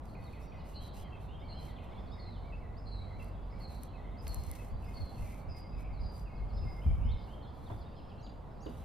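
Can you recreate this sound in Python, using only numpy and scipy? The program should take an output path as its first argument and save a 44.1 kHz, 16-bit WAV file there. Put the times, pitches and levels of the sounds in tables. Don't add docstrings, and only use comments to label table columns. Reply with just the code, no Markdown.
import sys
import numpy as np
from scipy import signal
from scipy.fft import rfft, irfft
from scipy.io import wavfile
from scipy.ndimage import uniform_filter1d

SR = 44100
rng = np.random.default_rng(int(sys.argv[2]) if len(sys.argv) > 2 else 0)


def to_wav(s):
    ch = np.atleast_2d(s).T
    pcm = np.round(np.clip(ch, -1, 1) * 32767)
    wavfile.write(sys.argv[1], SR, pcm.astype(np.int16))


N = 389844
TIME = np.arange(N) / SR


def undb(db):
    return 10 ** (np.asarray(db) / 20)


def unit(x):
    return x / np.sqrt(np.mean(x ** 2) + 1e-24)


def curves(table):
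    times, *columns = np.transpose(table)
    return [np.interp(TIME, times, column) for column in columns]


def across_spectrum(points):
    hz, value = np.transpose(points)
    return np.interp(np.log(np.fft.rfftfreq(N, 1 / SR) + 1), np.log(hz), value)


def colour(x, points):
    return irfft(rfft(x) * undb(across_spectrum(points)), N)


def wobble(per_s, size=N):
    hold = max(int(SR / per_s), 1)
    steps = np.repeat(rng.standard_normal(size // hold + 2), hold)
    return unit(uniform_filter1d(uniform_filter1d(steps, hold), hold))[:size]


def add(track, start_s, sound):
    i = max(int(start_s * SR), 0)
    track[i:i + len(sound)] += sound[:max(N - i, 0)]


def play(events):
    track = np.zeros(N)
    for start_s, sound in events:
        add(track, start_s, sound)
    return track


def swells(table, power, crest=0.47):
    def swell(length_s):
        progress = np.linspace(0, 1, int(length_s * SR))
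        return np.abs(np.sin(np.interp(progress, [0, crest, 1], [0, np.pi / 2, np.pi]))) ** power
    return play((s, undb(db) * swell(length_s)) for s, length_s, db in table)


def note(arc_hz, length_s, db, waver=0.0097, flutter_db=2.0):
    size = int(length_s * SR)
    arc = np.polyval(np.polyfit([0, .5, 1], arc_hz, 2), np.linspace(0, 1, size))
    hz = arc * (1 + waver * wobble(288, SR // 4)[:size])
    loudness = np.sqrt(2) * undb(db + flutter_db * wobble(124, SR // 4)[:size])
    return loudness * signal.windows.tukey(size, .35) * np.sin(2 * np.pi * np.cumsum(hz) / SR)


# frequency_hz, gain_db
TRAFFIC_COLOUR = [(12, -0.5), (28, -16.5), (42, 3), (65, 3), (110, -4), (200, -8.5), (350, -16.5),
                  (750, -15.5), (1100, -21), (1600, -32), (3000, -43), (6000, -55), (13000, -59.5),
                  (16000, -65)]
# time_s, level_db (before gain_db)
TRAFFIC_SWELL = [(0, -54.5), (1.6, -54), (2.6, -54.5), (4, -54), (6, -54.5), (7.5, -53.5), (8.3, -54.5),
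                 (8.84, -55)]
# time_s, bass_gain_db
TRAFFIC_BASS = [(0, 0.5), (2, 0), (4, .7), (6.5, 1.5), (7.3, -0.5), (7.6, -0.5), (8.84, 0.5)]
# frequency_hz, likeness (0 to 1)
TRAFFIC_LIKENESS = [(40, 0.65), (150, 0.99), (500, 0.43), (1000, 0.41), (2500, 0.45), (12000, 0.67)]
# frequency_hz, left_minus_right_db
TRAFFIC_BALANCE = [(60, 0), (200, -2), (700, -3), (1300, -1), (8000, -0.5)]


def traffic(gain_db=9, flicker_db=0.5, bass_hz=150):
    db, = curves(TRAFFIC_SWELL)
    bass_db, = curves(TRAFFIC_BASS)
    alike = across_spectrum(TRAFFIC_LIKENESS)
    lean = undb(across_spectrum(TRAFFIC_BALANCE) / 2)
    mid, side = rfft(rng.standard_normal((2, N)))
    mid, side = mid * np.sqrt(1 + alike), side * np.sqrt(1 - alike)
    noise = irfft([(mid + side) * lean, (mid - side) / lean], N)
    roar = unit(colour(noise, TRAFFIC_COLOUR))
    bass = colour(roar, [(bass_hz, 0), (2 * bass_hz, -20)])
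    return (roar + (undb(bass_db) - 1) * bass) * undb(db + gain_db + flicker_db * wobble(9))


# time_s, pitch_hz, level_db (before gain_db)
HUM_DRIFT = [(0, 52.2, -59), (.55, 49.56, -54), (.8, 47.08, -53), (2, 46.22, -44), (3.3, 46.77, -43.5),
             (4.5, 46.5, -48), (7.1, 46.53, -41.5), (7.5, 46.9, -60), (8.84, 47.2, -69)]
# pitch_multiple, gain_db
HUM_TONES = [(1, -3), (2, -10), (3, -22.5), (5, -22)]


def motor(gain_db=-1.5, pan_db=-3.0, lag_radians=0.4):
    hz, db = curves(HUM_DRIFT)
    phase = 2 * np.pi * np.cumsum(hz * (1 + .02 * wobble(6))) / SR
    sides = np.array([[.5], [-.5]])
    hum = np.zeros((2, N))
    for multiple, tone_db in HUM_TONES:
        strength = undb(tone_db + 3.0 * wobble(6))
        hum += strength * np.sin(multiple * phase + lag_radians * sides * wobble(3.18))
    return np.sqrt(2) * hum * undb(db + gain_db + pan_db * sides)


# time_s, level_db (before gain_db)
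TWITTER_SWELL = [(0, -74.5), (1.5, -73), (2.3, -75), (2.7, -81.5), (3.2, -76.5), (3.9, -74), (5.2, -78),
                 (6.7, -81.5), (8.2, -72), (8.4, -82), (8.84, -71)]


def twitter(count=300, scatter_db=1.0, gain_db=-7):
    db, = curves(TWITTER_SWELL)
    flock = np.zeros(N)
    for k, (when, length, pitch, bend, glide, strength) in enumerate(rng.random((count, 6))):
        hz, sweep_hz = 2100 + 2600 * pitch, 1700 * (glide - .7)
        arc_hz = [hz - sweep_hz, hz + 400 * bend, hz + sweep_hz]
        note_db = scatter_db * (2 * strength - 1)
        whistle = note(arc_hz, .02 + .04 * length, note_db, waver=0.021, flutter_db=1)
        add(flock, (k + when) / count * N / SR, whistle)
    return flock * undb(db + gain_db)


def stitch_catches(per_s=45, gain_db=2.5, decay_s=0.0038):
    jolts = (rng.random(N) < per_s / SR) * rng.random(N)
    return undb(gain_db) * signal.lfilter([1], [1, -np.exp(-1 / (decay_s * SR))], jolts)


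# start_s, length_s, level_db (before rub_db)
GLOVE_PULLS = [(.02, .14, -78), (.17, .24, -78.5), (.39, 0.085, -73.5), (.64, 0.14, -72.5),
               (.8, 0.1, -70.5), (.93, .12, -68), (1.19, 0.092, -77), (1.58, 0.15, -71.5),
               (1.82, 0.05, -79), (3.18, 0.13, -75.5), (3.58, 0.075, -75), (3.67, .14, -72.5),
               (3.8, 0.084, -71.5), (4.21, 0.22, -66), (4.38, .35, -67.5), (4.77, 0.37, -74),
               (5.1, 0.35, -69), (5.55, .07, -74), (5.77, .07, -76), (6.11, 0.14, -73), (6.6, .5, -80),
               (7.2, 0.21, -81.5), (7.52, 0.33, -78.5), (8.6, 0.57, -75)]
# frequency_hz, gain_db
YARN_COLOUR = [(700, -26), (2000, 8.5), (4000, 0), (6500, 3.5), (9000, 1.5), (12500, 2), (14500, 0),
               (16000, -13)]
# start_s, peak_db, centre_hz, width_hz, decay_s
YARN_SNAPS = [(3.245, -49, 10000, 6000, .001), (3.834, -37, 9500, 6940, .0012),
              (4.269, -36.5, 2180, 1800, 0.003), (4.2793, -34, 11400, 6000, 0.0011),
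              (4.294, -45, 11000, 7000, .0006), (4.345, -31.5, 10800, 3500, 0.00086),
              (4.437, -41, 9500, 8000, .002), (4.5142, -33, 10800, 2800, .0005),
              (6.18, -49, 9000, 7950, .0011)]
# frequency_hz, shift_radians
RIGHT_PHASE_SHIFT = [(100, 0), (5000, -.3), (6800, -2.7), (7500, -2.5), (9100, -.9), (12200, .5),
                     (13400, 1.6), (14600, 2.9)]


def glove(rub_db=2, grain_db=3.0, spread=0.72):
    pull = swells(GLOVE_PULLS, power=0.72)
    slips = rng.standard_normal((3, N)) * undb(grain_db * rng.exponential(size=(3, N)))
    rustle = unit(colour(slips, YARN_COLOUR)) * pull * (1 + stitch_catches())
    direct, *scattered = rustle * undb(rub_db + 0.76 * wobble(150))
    t = np.arange(SR // 50) / SR
    for start_s, peak_db, hz, width_hz, decay_s in YARN_SNAPS:
        snap = band(rng.standard_normal(len(t)) * np.exp(-t / decay_s), hz, width_hz)
        add(direct, start_s, undb(peak_db) * snap / np.abs(snap).max())
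    right = irfft(rfft(direct) * np.exp(-1j * across_spectrum(RIGHT_PHASE_SHIFT)), N)
    return np.array([direct, right]) + spread * np.array(scattered)


def band(x, hz, width_hz):
    return signal.lfilter(*signal.iirpeak(hz, hz / width_hz, fs=SR), x)


# start_s, level_db
FAR_PEEPS = [(.149, -64), (.331, -63), (.518, -64.5)]
# start_s, level_db
FAR_ARCHES = [(1.404, -71), (1.9, -72), (2.42, -69), (2.98, -71), (3.13, -71), (3.51, -68.5)]
# start_s, level_db
FAR_FALLS = [(1.04, -68), (1.67, -66), (1.8, -69), (2.164, -68), (2.616, -67), (3.096, -68.5), (3.5, -73),
             (3.956, -68.5), (4.03, -68), (4.414, -72), (4.5, -64.5)]
# start_s, low_length_s, low_pitch_hz, level_db (before the mix)
FAR_TWO_STEPS = [(4.82, 0.048, 2105, -69), (5.16, 0.042, 2096, -70), (5.2, .08, 2295, -69.5),
                 (5.485, 0.057, 2110, -69), (5.72, .11, 2300, -69), (5.84, 0.042, 2100, -69),
                 (6.255, 0.045, 2115, -66.5), (6.61, 0.065, 2130, -68.5), (6.811, 0.079, 2302, -70.5),
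                 (7.005, 0.092, 2153, -72.5)]
LOW_BEND = [1.04, 1, 1.005]


def far_bird(peep_hz=(2170, 2540, 2130), arch_hz=(1960, 2300, 1690), fall_hz=(2261, 2027, 1950),
             high_hz=(2763, 2590, 2380), peep_s=0.019, arch_s=.125, fall_s=0.0547, high_s=.036):
    peeps = play((s, note(peep_hz, peep_s, db)) for s, db in FAR_PEEPS)
    peeps += play((s + 0.0091, note(fall_hz, fall_s, db - 4)) for s, db in FAR_PEEPS)
    arches = play((s, note(arch_hz, arch_s, db, waver=0.0089, flutter_db=2.5)) for s, db in FAR_ARCHES)
    falls = play((s, note(fall_hz, fall_s, db, waver=0.019)) for s, db in FAR_FALLS)
    steps = play((s, note(high_hz, high_s, db - 2.5, waver=0.019)) for s, _, _, db in FAR_TWO_STEPS)
    steps += play((s + high_s, note(hz * np.array(LOW_BEND), length_s, db, waver=.016))
                  for s, length_s, hz, db in FAR_TWO_STEPS)
    direct = peeps + arches + falls + undb(-0.5) * steps
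    outgoing = peeps + falls + undb(-4) * arches + undb(5) * steps
    return direct, outgoing


# start_s, length_s, level_db
SONG_RISES = [(0.724, 0.12, -70), (0.956, 0.13, -68.5), (1.28, 0.096, -66.5), (1.507, .1, -65.5),
              (7.021, .11, -68), (7.273, .085, -67.5)]
# start_hz, middle_hz, end_hz
RISE_ARC_HZ = [2640, 3090, 3214]
# start_s, length_s, pitch_hz, level_db
SONG_SLIDES = [(.215, 0.079, 4690, -71), (0.589, 0.026, 4670, -71.5), (.89, 0.05, 3900, -73),
               (1.684, 0.032, 4200, -67.5), (1.758, 0.034, 3580, -67), (1.917, 0.021, 3830, -68),
               (1.946, .02, 4050, -72), (2.068, 0.024, 4800, -68.5), (2.328, 0.06, 3850, -68.5),
               (5.921, 0.081, 4930, -73), (6.027, 0.033, 4800, -69.5), (6.356, 0.036, 5100, -75),
               (6.488, .03, 5170, -72), (6.56, .035, 4580, -68.5), (7.111, 0.039, 4360, -63.5),
               (7.167, .07, 5420, -74), (7.421, 0.039, 4440, -71), (7.658, 0.035, 4020, -67.5),
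               (7.803, 0.033, 4860, -71.5), (7.958, .056, 3500, -72), (8.09, 0.041, 3480, -73)]
SLIDE_BEND = [1, .89, .73]
# start_s, pitch_hz, level_db
SONG_LILTS = [(.415, 5580, -76), (.58, 2930, -71), (1.39, 3560, -66), (1.78, 2600, -66), (1.966, 3480, -67),
              (2.112, 3710, -65.5), (5.77, 5060, -76), (6.815, 3140, -68.5), (7.04, 5080, -75.5),
              (7.085, 3576, -62.5), (7.46, 3420, -68.5), (7.708, 3530, -71), (7.845, 3690, -70),
              (7.947, 5070, -77), (8.175, 4270, -73)]


def songbird(lilt_bend=(0.92, 1, 1.025), lilt_s=0.0377):
    rises = play((s, note(RISE_ARC_HZ, length_s, db)) for s, length_s, db in SONG_RISES)
    slides = play((s, note(hz * np.array(SLIDE_BEND), length_s, db, waver=0.02, flutter_db=1.0))
                  for s, length_s, hz, db in SONG_SLIDES)
    lilts = play((s, note(hz * np.array(lilt_bend), lilt_s, db, waver=0.014))
                 for s, hz, db in SONG_LILTS)
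    return rises + slides + lilts


# start_s, length_s, end_pitch_hz, drop_hz, warble_hz, level_db (before swell and rasp)
SPARROW_CHIRPS = [(0.736, 0.17, 3870, 322, 636, -58.5), (1.476, 0.16, 4066, 171.4, 540, -56.5),
                  (2.186, 0.14, 3980, 425, 590, -59.5), (2.85, .21, 3924, 311, 764, -58.5),
                  (3.595, .19, 3970, 385, 564, -60.5), (4.265, 0.14, 4130, 211.5, 557, -56.5),
                  (4.931, .19, 4070, 380, 598, -60), (5.479, .21, 4763, 220, 497, -63.5),
                  (5.99, .21, 4750, 60, 440, -63.5), (6.522, 0.23, 4950, 122, 475, -64)]
# start_s, level_db
SPARROW_CHIPS = [(1.385, -80), (2.105, -70), (2.763, -70.5), (3.497, -75), (4.168, -66), (4.84, -73)]


def sparrow(first_buzz_hz=85, buzz_hz=135, overtone_db=-30, chip_hz=(4000, 5130, 4320), chip_s=.053):
    chirps = np.zeros(N)
    for start_s, length_s, end_hz, drop_hz, warble_hz, db in SPARROW_CHIRPS:
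        size = int(length_s * SR)
        progress = np.linspace(0, 1, size)
        flick_hz = np.interp(progress, [0, .35], [first_buzz_hz, buzz_hz]) * (1 + .15 * wobble(60, size))
        depth = np.interp(progress, [0, .2, .5, 1], [1, .85, .25, .08])
        flick = depth * np.sin(np.pi * np.cumsum(flick_hz) / SR) ** 4
        sinking_hz = end_hz + drop_hz * (1 - progress) ** 1.1
        hz = sinking_hz + warble_hz * (flick - .05) + 30 * wobble(300, size)
        phase = 2 * np.pi * np.cumsum(hz) / SR
        swell_db = np.interp(progress, [0, 0.18, 1], [-8, 2, -8])
        rasp_db = -9 * flick + 2.5 * wobble(110, size)
        loudness = undb(db + swell_db + rasp_db) * signal.windows.tukey(size, .12)
        add(chirps, start_s, loudness * (np.sin(phase) + undb(overtone_db) * np.sin(2 * phase)))
    return np.sqrt(2) * chirps + play((s, note(chip_hz, chip_s, db)) for s, db in SPARROW_CHIPS)


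# start_s, pitch_hz, level_db
NEAR_PIPS = [(1.12, 2670, -58), (2.52, 2640, -57.5), (3.195, 2686, -57.5), (3.933, 2570, -63),
             (4.583, 2630, -61.5)]


def near_bird(bend=(1.025, 0.99, 1), pip_s=0.042):
    return play((s, note(hz * np.array(bend), pip_s, db, waver=0.014)) for s, hz, db in NEAR_PIPS)


# start_s, length_s, level_db, left_minus_right_db
AIR_PUFFS = [(4.261, .07, -38.5, 0), (4.361, .07, -38, -1), (4.471, .06, -41, -7), (4.712, .06, -36.5, -3),
             (4.997, 0.052, -34.5, -2), (5.194, 0.061, -37.5, -3), (5.467, 0.059, -39.5, -4),
             (5.73, .08, -41, 1), (5.895, 0.061, -42.5, 0), (5.987, 0.1, -36, -1), (6.23, .07, -49, -2),
             (6.387, .1, -40, 2), (6.522, .19, -36, 3.5), (6.849, .11, -27, 2), (6.953, 0.23, -30.5, -2)]
# frequency_hz, gain_db
PUFF_COLOUR = [(12, -14), (30, 3), (50, 9.5), (85, 5), (130, -6.5), (200, -20.5), (320, -34.5),
               (700, -72.5)]


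def wind(spread=0.56):
    left = [(s, length_s, db + pan_db / 2) for s, length_s, db, pan_db in AIR_PUFFS]
    right = [(s, length_s, db - pan_db / 2) for s, length_s, db, pan_db in AIR_PUFFS]
    push = np.array([swells(left, power=0.45), swells(right, power=0.45)])
    mid, side = unit(colour(rng.standard_normal((2, N)), PUFF_COLOUR))
    mid = mid / np.sqrt(uniform_filter1d(mid ** 2, SR // 12))
    return push * np.array([mid + spread * side, mid - spread * side])


# start_s, level_db, pitch_hz, decay_s, scuff_gain_db, scuff_hz
SOFT_BUMPS = [(6.65, -32.5, 113.5, 0.033, -7, 130), (6.862, -18.5, 72, 0.034, -14, 125),
              (7.05, -32, 111.3, 0.056, -9.5, 158), (7.699, -46.5, 303.5, 0.031, 1.5, 740),
              (7.712, -30.5, 109, 0.02, -14.5, 590), (8.661, -31.5, 315, 0.0083, -7.5, 364),
              (8.693, -36.5, 243, 0.02, -17, 380)]


def bumps(scuff_decay_s=0.019, attack_s=0.0023):
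    left, right = np.zeros((2, N))
    t = np.arange(SR // 3) / SR
    for start_s, db, hz, decay_s, scuff_db, scuff_hz in SOFT_BUMPS:
        thud = np.sin(2 * np.pi * hz * t) * np.exp(-t / decay_s)
        width_hz = 0.7 * scuff_hz
        scuff = band(band(rng.standard_normal((2, len(t))), scuff_hz, width_hz), scuff_hz, width_hz)
        mid, side = undb(scuff_db) * unit(scuff) * np.exp(-t / scuff_decay_s)
        push = undb(db) * (1 - np.exp(-t / attack_s))
        add(left, start_s, push * (thud + mid + side))
        add(right, start_s, push * (thud + mid - side))
    return np.array([left, right])


# start_s, level_db
CALLS = [(8.207, -71), (8.604, -65)]
# delay_s, length_s, start_hz, middle_hz, end_hz, gain_db
CALL_PARTS = [(-.003, .047, 4830, 6580, 6800, -4.5), (0.019, .032, 4780, 4770, 4670, 0),
              (0.055, 0.0135, 4500, 3290, 2600, 4)]


def sharp_calls():
    return play((s + delay_s, note(arc_hz, length_s, db + part_db, waver=0.0092, flutter_db=4.0))
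                for s, db in CALLS for delay_s, length_s, *arc_hz, part_db in CALL_PARTS)


def houses(direct, outgoing, echo_db, fade_s, spread, bounce_s=0.11):
    t = np.arange(SR) / SR
    since_bounce = np.maximum(t - bounce_s, 0)
    bounce = (since_bounce > 0) * np.exp(-since_bounce / 0.007)
    shape = undb(-60 * t / fade_s) * (1 - np.exp(-t / 0.0019)) * (1 + bounce)
    mid, side = rng.standard_normal((2, SR)) * shape
    tails = [undb(echo_db) * unit(mid + sign * spread * side) / np.sqrt(SR) for sign in (1, -1)]
    outgoing = outgoing * undb(2 * wobble(150))
    return direct + np.array([signal.fftconvolve(outgoing, tail)[:N] for tail in tails])


def scene():
    around = traffic() + motor() + wind() + glove() + bumps()
    song, pips, calls, flock, chirps = songbird(), near_bird(), sharp_calls(), twitter(), sparrow()
    birds = houses(chirps, chirps, echo_db=-3.0, fade_s=0.85, spread=0.032)
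    birds += houses(song, song, echo_db=0.5, fade_s=0.76, spread=0.042)
    birds += houses(pips, pips, echo_db=-8.0, fade_s=1.0, spread=0.08)
    birds += houses(calls, calls, echo_db=-1, fade_s=0.39, spread=0.08)
    birds += houses(*far_bird(), echo_db=1.0, fade_s=0.89, spread=0.089)
    birds += houses(flock, flock, echo_db=5.5, fade_s=0.53, spread=0.062)
    return birds + around


def record(dry, top_hz=15750):
    return signal.sosfilt(signal.ellip(10, .2, 70, top_hz, fs=SR, output="sos"), dry)


dry = scene()
out = record(dry)
to_wav(out)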